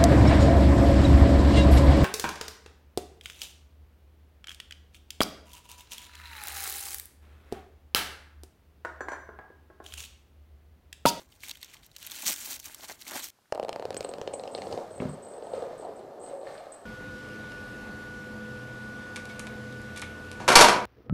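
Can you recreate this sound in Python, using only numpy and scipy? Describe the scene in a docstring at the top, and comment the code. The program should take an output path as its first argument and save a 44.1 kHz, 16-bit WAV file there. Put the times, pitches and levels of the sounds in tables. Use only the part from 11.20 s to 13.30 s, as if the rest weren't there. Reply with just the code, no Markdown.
"""Dry leaves crackle in clumps and stems snap throughout, over scraped soil and faint wind;
soft ground thumps come midway and fingers knock near the end.
A hand stirs leaves, grass and soil on a forest floor, close to a microphone.
Crackle and crumbs are random trains of tiny cracks and rings; snaps are noise bursts that ring a leaf.
Knocks are damped modes, thumps are sinking tones, wind and the quiet of the wood are coloured noise.
The litter scatters all the sounds of the hand."""
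import sys
import numpy as np
from scipy import signal
from scipy.io import wavfile
from scipy.ndimage import uniform_filter1d

SR = 44100
rng = np.random.default_rng(int(sys.argv[2]) if len(sys.argv) > 2 else 0)


def linear_from_db(decibels):
    """Turn decibels (scalar or array-like) into linear amplitude factors; 0 gives 1."""
    return 10 ** (np.asarray(decibels, float) / 20)


def to_wav(sig):
    """Store sig (one row per channel, or 1-D mono) as 16-bit WAV at the path in sys.argv[1].

    Samples outside -1..1 are clipped; the rate is SR.
    """
    pcm = np.clip(np.atleast_2d(sig), -1, 1) * 32767
    pcm = np.round(pcm).astype(np.int16)
    wavfile.write(sys.argv[1], SR, pcm.T)  # frames by channels


N = 92786  # samples


def evened(x):
    """Scale to unit rms."""
    return x / np.sqrt(np.mean(x ** 2) + 1e-20)


def noise():
    """White noise for the whole scene."""
    return rng.standard_normal(N)


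def curve(points):
    """Gain over time, interpolated in dB."""
    time_s, level_db = np.transpose(points)
    return linear_from_db(np.interp(np.arange(N) / SR, time_s, level_db))


def colour(x, points):
    """Causal minimum-phase filter with the given spectrum."""
    freq_hz, level_db = np.transpose(points)
    bin_hz = abs(np.fft.fftfreq(4096, 1 / SR))
    log_gain = np.log(linear_from_db(np.interp(np.log(bin_hz + 1), np.log(freq_hz + 1), level_db)))
    min_phase = np.exp(np.conj(signal.hilbert(log_gain)))
    taps = np.fft.ifft(min_phase).real[:2048]
    return signal.oaconvolve(x, taps)[:N]


def add(mix, start_s, sound):
    """Mix a sound in at its start, cut at the end of the scene."""
    part = mix[round(start_s * SR):][:len(sound)]
    part += sound[:len(part)]


def ring(pitch_hz, cycles):
    """Damped mode with a soft start; its decay reaches 1/e in a third of its cycles."""
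    turns = np.arange(900) / SR * pitch_hz
    decay = np.exp(-3 * turns / cycles)
    return np.sin(2 * np.pi * turns) * decay * np.minimum(turns / 0.6, 1)


def crack(z, pitch_hz, decay_s, bright_db):
    """A leaf tears: a short noise burst, part bright edge, part ringing the leaf; unit peak."""
    spikiness = 0.6  # 0 = smooth tear, 1 = a few sharp fibres
    u = np.arange(len(z)) / SR / decay_s
    burst = z * abs(z) ** spikiness * np.sqrt(u) * np.exp(-u)
    body = np.convolve(burst, ring(pitch_hz, cycles=5.6))[:len(z)]
    edge = np.diff(burst, prepend=0)
    sound = body / np.linalg.norm(body) + linear_from_db(bright_db) * edge / np.linalg.norm(edge)
    return sound / abs(sound).max()


def grains(shapes, per_s, spread_db, clump):
    """Random trains of small sounds, mostly tiny, one train per shape; unit rms."""
    out = np.zeros(N)
    for shape in shapes:
        size = rng.exponential(1, N)
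        hit = rng.random(N) < per_s / len(shapes) / SR
        ticks = linear_from_db(spread_db * np.minimum(size, 3)) * hit
        out += signal.oaconvolve(ticks * clump, shape / np.linalg.norm(shape))[:N]
    return evened(out)


def clumps(depth_db, decay_s):
    """Litter gives way together about every decay_s: a sudden swell that dies away."""
    give = rng.exponential(1, N) * (rng.random(N) < 1 / (decay_s * SR))
    swell = signal.lfilter([1], [1, -np.exp(-1 / (decay_s * SR))], give)
    swell = uniform_filter1d(swell, size=30)
    return linear_from_db(depth_db * np.minimum(evened(swell - swell.mean()), 1.1))


# how hard the hand stirs the litter: [time_s, level_db]
STIR_LEVEL = [(0.0, -53), (0.08, -72.5), (0.12, -60.5), (0.19, -68), (0.24, -45.5), (0.25, -43.5),
              (0.32, -46.5), (0.32, -52), (0.38, -55), (0.4, -58), (0.43, -46), (0.47, -53.5),
              (0.54, -50.5), (0.62, -66), (0.63, -54), (0.67, -58), (0.68, -68), (0.75, -60), (0.77, -51),
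              (0.77, -59.5), (0.81, -48), (0.87, -42.5), (0.89, -50.5), (0.92, -41), (0.94, -42.5),
              (1.05, -39.5), (1.07, -27), (1.14, -34.5), (1.15, -47), (1.27, -39), (1.3, -43),
              (1.312, -36.5), (1.36, -40.5), (1.39, -60.5), (1.4, -48.5), (1.42, -57), (1.46, -40.5),
              (1.49, -49), (1.53, -51), (1.55, -50), (1.56, -56), (1.65, -44), (1.67, -57), (1.69, -43.5),
              (1.72, -46), (1.78, -61.5), (1.82, -46), (1.84, -56), (1.88, -43.5), (1.93, -41.5),
              (1.95, -37), (1.99, -37), (2.02, -44.5), (2.04, -35), (2.07, -46.5), (2.1, -52)]
# dry bright leaves against softer grass: [time_s, tilt_db_per_octave above 3 kHz]
DRYNESS_TILT = [(0, 0), (.2, 0.5), (.45, -3.5), (.7, -1.5), (.85, -2), (1.1, 3), (1.4, 1.5), (1.7, 1),
                (1.9, 0), (2.1, 2.5)]
# colour of crackle and hiss: [freq_hz, level_db]
LEAF_COLOUR = [(180, -65), (400, -36), (900, -11.5), (2100, 2), (4000, 4), (8500, -0.5), (16000, -5)]


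def leaves():
    """Clumped leaf cracks and a soft hiss of rubbing grass, both following the stir."""
    shapes = [crack(rng.standard_normal(500), pitch_hz, 0.00027 * rng.uniform(1.0, 1.39), bright_db=8.5)
              for pitch_hz in np.geomspace(1200, 12000, num=40)]
    crackle = grains(shapes, per_s=2200, spread_db=3.5, clump=clumps(2.5, 0.0021))
    hiss = linear_from_db(-9) * evened(noise() * clumps(0.67, 0.0075))
    litter = evened(colour(crackle + hiss, LEAF_COLOUR))

    freq_hz, time_s, z = signal.stft(litter, SR, nperseg=128)
    octaves = np.log2(np.maximum(freq_hz, 3000) / 3000)[:, None]
    tilt_db = np.interp(time_s, *np.transpose(DRYNESS_TILT)) * octaves
    # each handful of leaves has its own colour
    patch = uniform_filter1d(rng.standard_normal(z.shape), size=14, axis=1)
    patch_db = 1.5 * evened(uniform_filter1d(patch, size=6, axis=0))
    tinted = signal.istft(z * linear_from_db(tilt_db + patch_db), SR, nperseg=128)[1][:N]
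    return curve(STIR_LEVEL) * tinted


# fingers dragging through soil and damp litter: [time_s, relative_level_db]
DIG_LEVEL = [(0.0, -60), (0.02, -50.5), (0.03, -68), (0.22, -69.5), (0.32, -55), (0.33, -78), (0.54, -62.5),
             (0.75, -72), (0.88, -59), (1.03, -52.5), (1.1, -40), (1.16, -58.5), (1.32, -49.5),
             (1.42, -66.5), (1.5, -53.5), (1.52, -62), (1.62, -57.5), (1.64, -43.5), (1.67, -64),
             (1.7, -43), (1.76, -61), (1.83, -62.5), (1.95, -37), (2.1, -64.5)]
# colour of the crumbs: [freq_hz, level_db]
SOIL_COLOUR = [(80, -13.5), (150, -22.5), (240, -4.5), (450, -8.5), (700, -2.5), (1100, -3), (2200, -2),
               (4000, -51)]


def soil():
    """Crumbs of earth shift under the fingertips: clumped trains of short damped rings."""
    shapes = [ring(pitch_hz, cycles=1.8) * rng.choice([-1, 1])
              for pitch_hz in np.geomspace(220, 3000, num=16)]
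    crumbs = grains(shapes, per_s=2200, spread_db=3, clump=clumps(1.55, 0.0054))
    return linear_from_db(-2) * curve(DIG_LEVEL) * evened(colour(crumbs, SOIL_COLOUR))


# wind at the microphone: [time_s, relative_level_db]
GUST_LEVEL = [(0.0, -66), (0.5, -70.5), (0.58, -63.5), (1.05, -76.5), (1.45, -64.5), (1.84, -80),
              (2.1, -72)]
# colour of the wind: [freq_hz, level_db]
WIND_COLOUR = [(20, -66), (30, -18), (42, 2.5), (90, 1.5), (150, -9.5), (300, -45)]


def wind():
    """Lumpy wind rumble: low noise under a gust curve."""
    return linear_from_db(2.5) * curve(GUST_LEVEL) * evened(colour(noise(), WIND_COLOUR))


# colour of the quiet wood: [freq_hz, level_db]
AIR_COLOUR = [(100, 12), (300, 6), (700, 2), (1500, -23.5), (4000, -15), (6000, -22), (10000, -36),
              (16000, -5.5)]


def air():
    """The quiet of the wood: steady coloured noise."""
    return linear_from_db(-65.5) * evened(colour(noise(), AIR_COLOUR))


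# single leaves and stems that snap: [start_s, peak_db, pitch_hz, bright_db (edge over ring)]
SNAP_EVENTS = [(0.1234, -44.5, 2860, -5), (0.2049, -38, 4330, 1), (0.235, -26, 2440, -3.5),
               (0.2838, -26, 3640, 7), (0.2945, -23, 4000, 1), (0.3083, -31.5, 4240, -5),
               (0.3116, -20, 3770, -2.5), (0.3543, -35.5, 3250, -5), (0.371, -35, 3640, 2),
               (0.414, -33, 4580, 3), (0.4289, -23.5, 4200, -1.5), (0.4451, -27, 6150, 4.5),
               (0.5373, -34, 2240, 4), (0.543, -35, 5900, 4), (0.5514, -43.5, 1220, 1.5),
               (0.5675, -41, 3300, -9), (0.632, -39.5, 3800, -6), (0.6636, -38, 14100, -17),
               (0.7144, -40.5, 4000, -1.5), (0.7641, -25.5, 4500, 0), (0.7834, -31.5, 5240, 2.5),
               (0.8277, -24, 2800, 5), (0.8662, -22, 13800, -13), (0.8713, -24, 3330, 5),
               (0.8994, -30.5, 3660, 2), (0.9111, -23.5, 12400, 16), (0.9172, -20, 3600, 2),
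               (0.9548, -21, 4540, 8), (1.066, -13.5, 7900, -6), (1.079, -16, 6140, 0),
               (1.0987, -15.5, 8800, -3), (1.1387, -22.5, 8650, -9), (1.1612, -19.5, 3500, 9),
               (1.2202, -29, 7500, 6.5), (1.2556, -29, 8600, 3.5), (1.26, -22, 7000, 8),
               (1.287, -30, 13000, -9), (1.3073, -21, 7100, 7.5), (1.3299, -20, 6500, 4),
               (1.3584, -26.5, 2500, 11.5), (1.3924, -35, 9180, 2), (1.3989, -25, 6200, 0),
               (1.4565, -24.5, 7000, 4.5), (1.5457, -21, 8000, 6), (1.6075, -35.5, 4630, -9),
               (1.6444, -33, 4420, -2.5), (1.7186, -29.5, 6000, -1), (1.7243, -29, 4320, 1.5),
               (1.8135, -31, 5200, 1), (1.821, -32, 4120, -11), (1.8667, -31.5, 2230, -8),
               (1.8793, -22.5, 4900, 2), (1.91, -22, 1410, 6), (2.0418, -19.5, 5840, 5)]


def snaps():
    """Single leaves and stems crack, each a noise burst ringing at its own pitch."""
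    out = np.zeros(N)
    for start_s, peak_db, pitch_hz, bright_db in SNAP_EVENTS:
        burst = rng.standard_normal(500)
        add(out, start_s, linear_from_db(peak_db) * crack(burst, pitch_hz, 0.001, bright_db))
    return out


def thump(start_hz):
    """A soft push whose pitch sinks as the ground yields."""
    peak_s, end_share = 0.0078, 0.416  # the pitch sinks toward this share of its start
    u = np.arange(3500) / SR / peak_s
    sag = end_share + (1 - end_share) * np.exp(-u / 2)
    return np.sin(2 * np.pi * np.cumsum(start_hz * sag) / SR) * u * np.exp(1 - u)


# the hand presses into soft ground: [start_s, peak_db, start_hz]
THUMP_EVENTS = [(1.052, -48, 266), (1.094, -53, 269)]


def thumps():
    """Low thumps of the hand, tones that swell and sink."""
    out = np.zeros(N)
    for start_s, peak_db, start_hz in THUMP_EVENTS:
        add(out, start_s, linear_from_db(peak_db) * thump(start_hz))
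    return out


# fingers on stalk and soil: [start_s, relative_level_db, pitch_hz]
KNOCK_EVENTS = [(1.491, -36, 900), (1.597, -31.5, 720), (1.63, -60, 770), (1.696, -23, 714),
                (1.713, -23, 652), (1.909, -49, 993), (1.926, -30, 940), (1.95, -23, 780),
                (1.958, -17, 755), (1.959, -31.5, 243), (1.965, -18.5, 810), (1.979, -16, 1600)]


def knocks():
    """Dull knocks of the fingers, each one heavily damped mode."""
    out = np.zeros(N)
    for start_s, level_db, pitch_hz in KNOCK_EVENTS:
        add(out, start_s, linear_from_db(level_db - 4) * ring(pitch_hz, cycles=2.4))
    return out


def scatter(near):
    """The litter scatters sound: a noise tail that falls 60 dB in 20 ms."""
    t60_s, scatter_db = 0.02, -15
    t = np.arange(3000) / SR
    tail = rng.standard_normal(3000) * linear_from_db(-60 * t / t60_s) * (t > 0.001)
    return linear_from_db(scatter_db) * signal.oaconvolve(near, tail / np.linalg.norm(tail))[:N]


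def scene():
    """The hand's sounds with their scatter, over wind and quiet air."""
    near = leaves() + soil() + snaps() + thumps() + knocks()
    return (near + scatter(near) + wind() + air())[None]


def top_cut(x):
    """Nothing passes above the cut-off."""
    return signal.sosfilt(signal.butter(12, 16440, fs=SR, output="sos"), x)


# dips of the microphone port: [freq_hz, level_db]
MIC_COLOUR = [(4400, -1), (5000, -4), (5700, 0.5), (9200, -1), (10200, -6.5), (11500, -2.5), (16000, -5.5)]


def record(dry):
    """The microphone port colours the treble, deep bass is cut, the top is band limited."""
    ported = colour(dry[0], MIC_COLOUR)[None]
    bass_cut = signal.butter(3, 36, "high", fs=SR, output="sos")
    low_pass = signal.firwin(801, 15850, window=("kaiser", 10), fs=SR)
    mix = signal.oaconvolve(signal.sosfilt(bass_cut, ported), low_pass[None], "same")
    return top_cut(mix)


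dry = scene()
out = record(dry)
to_wav(out)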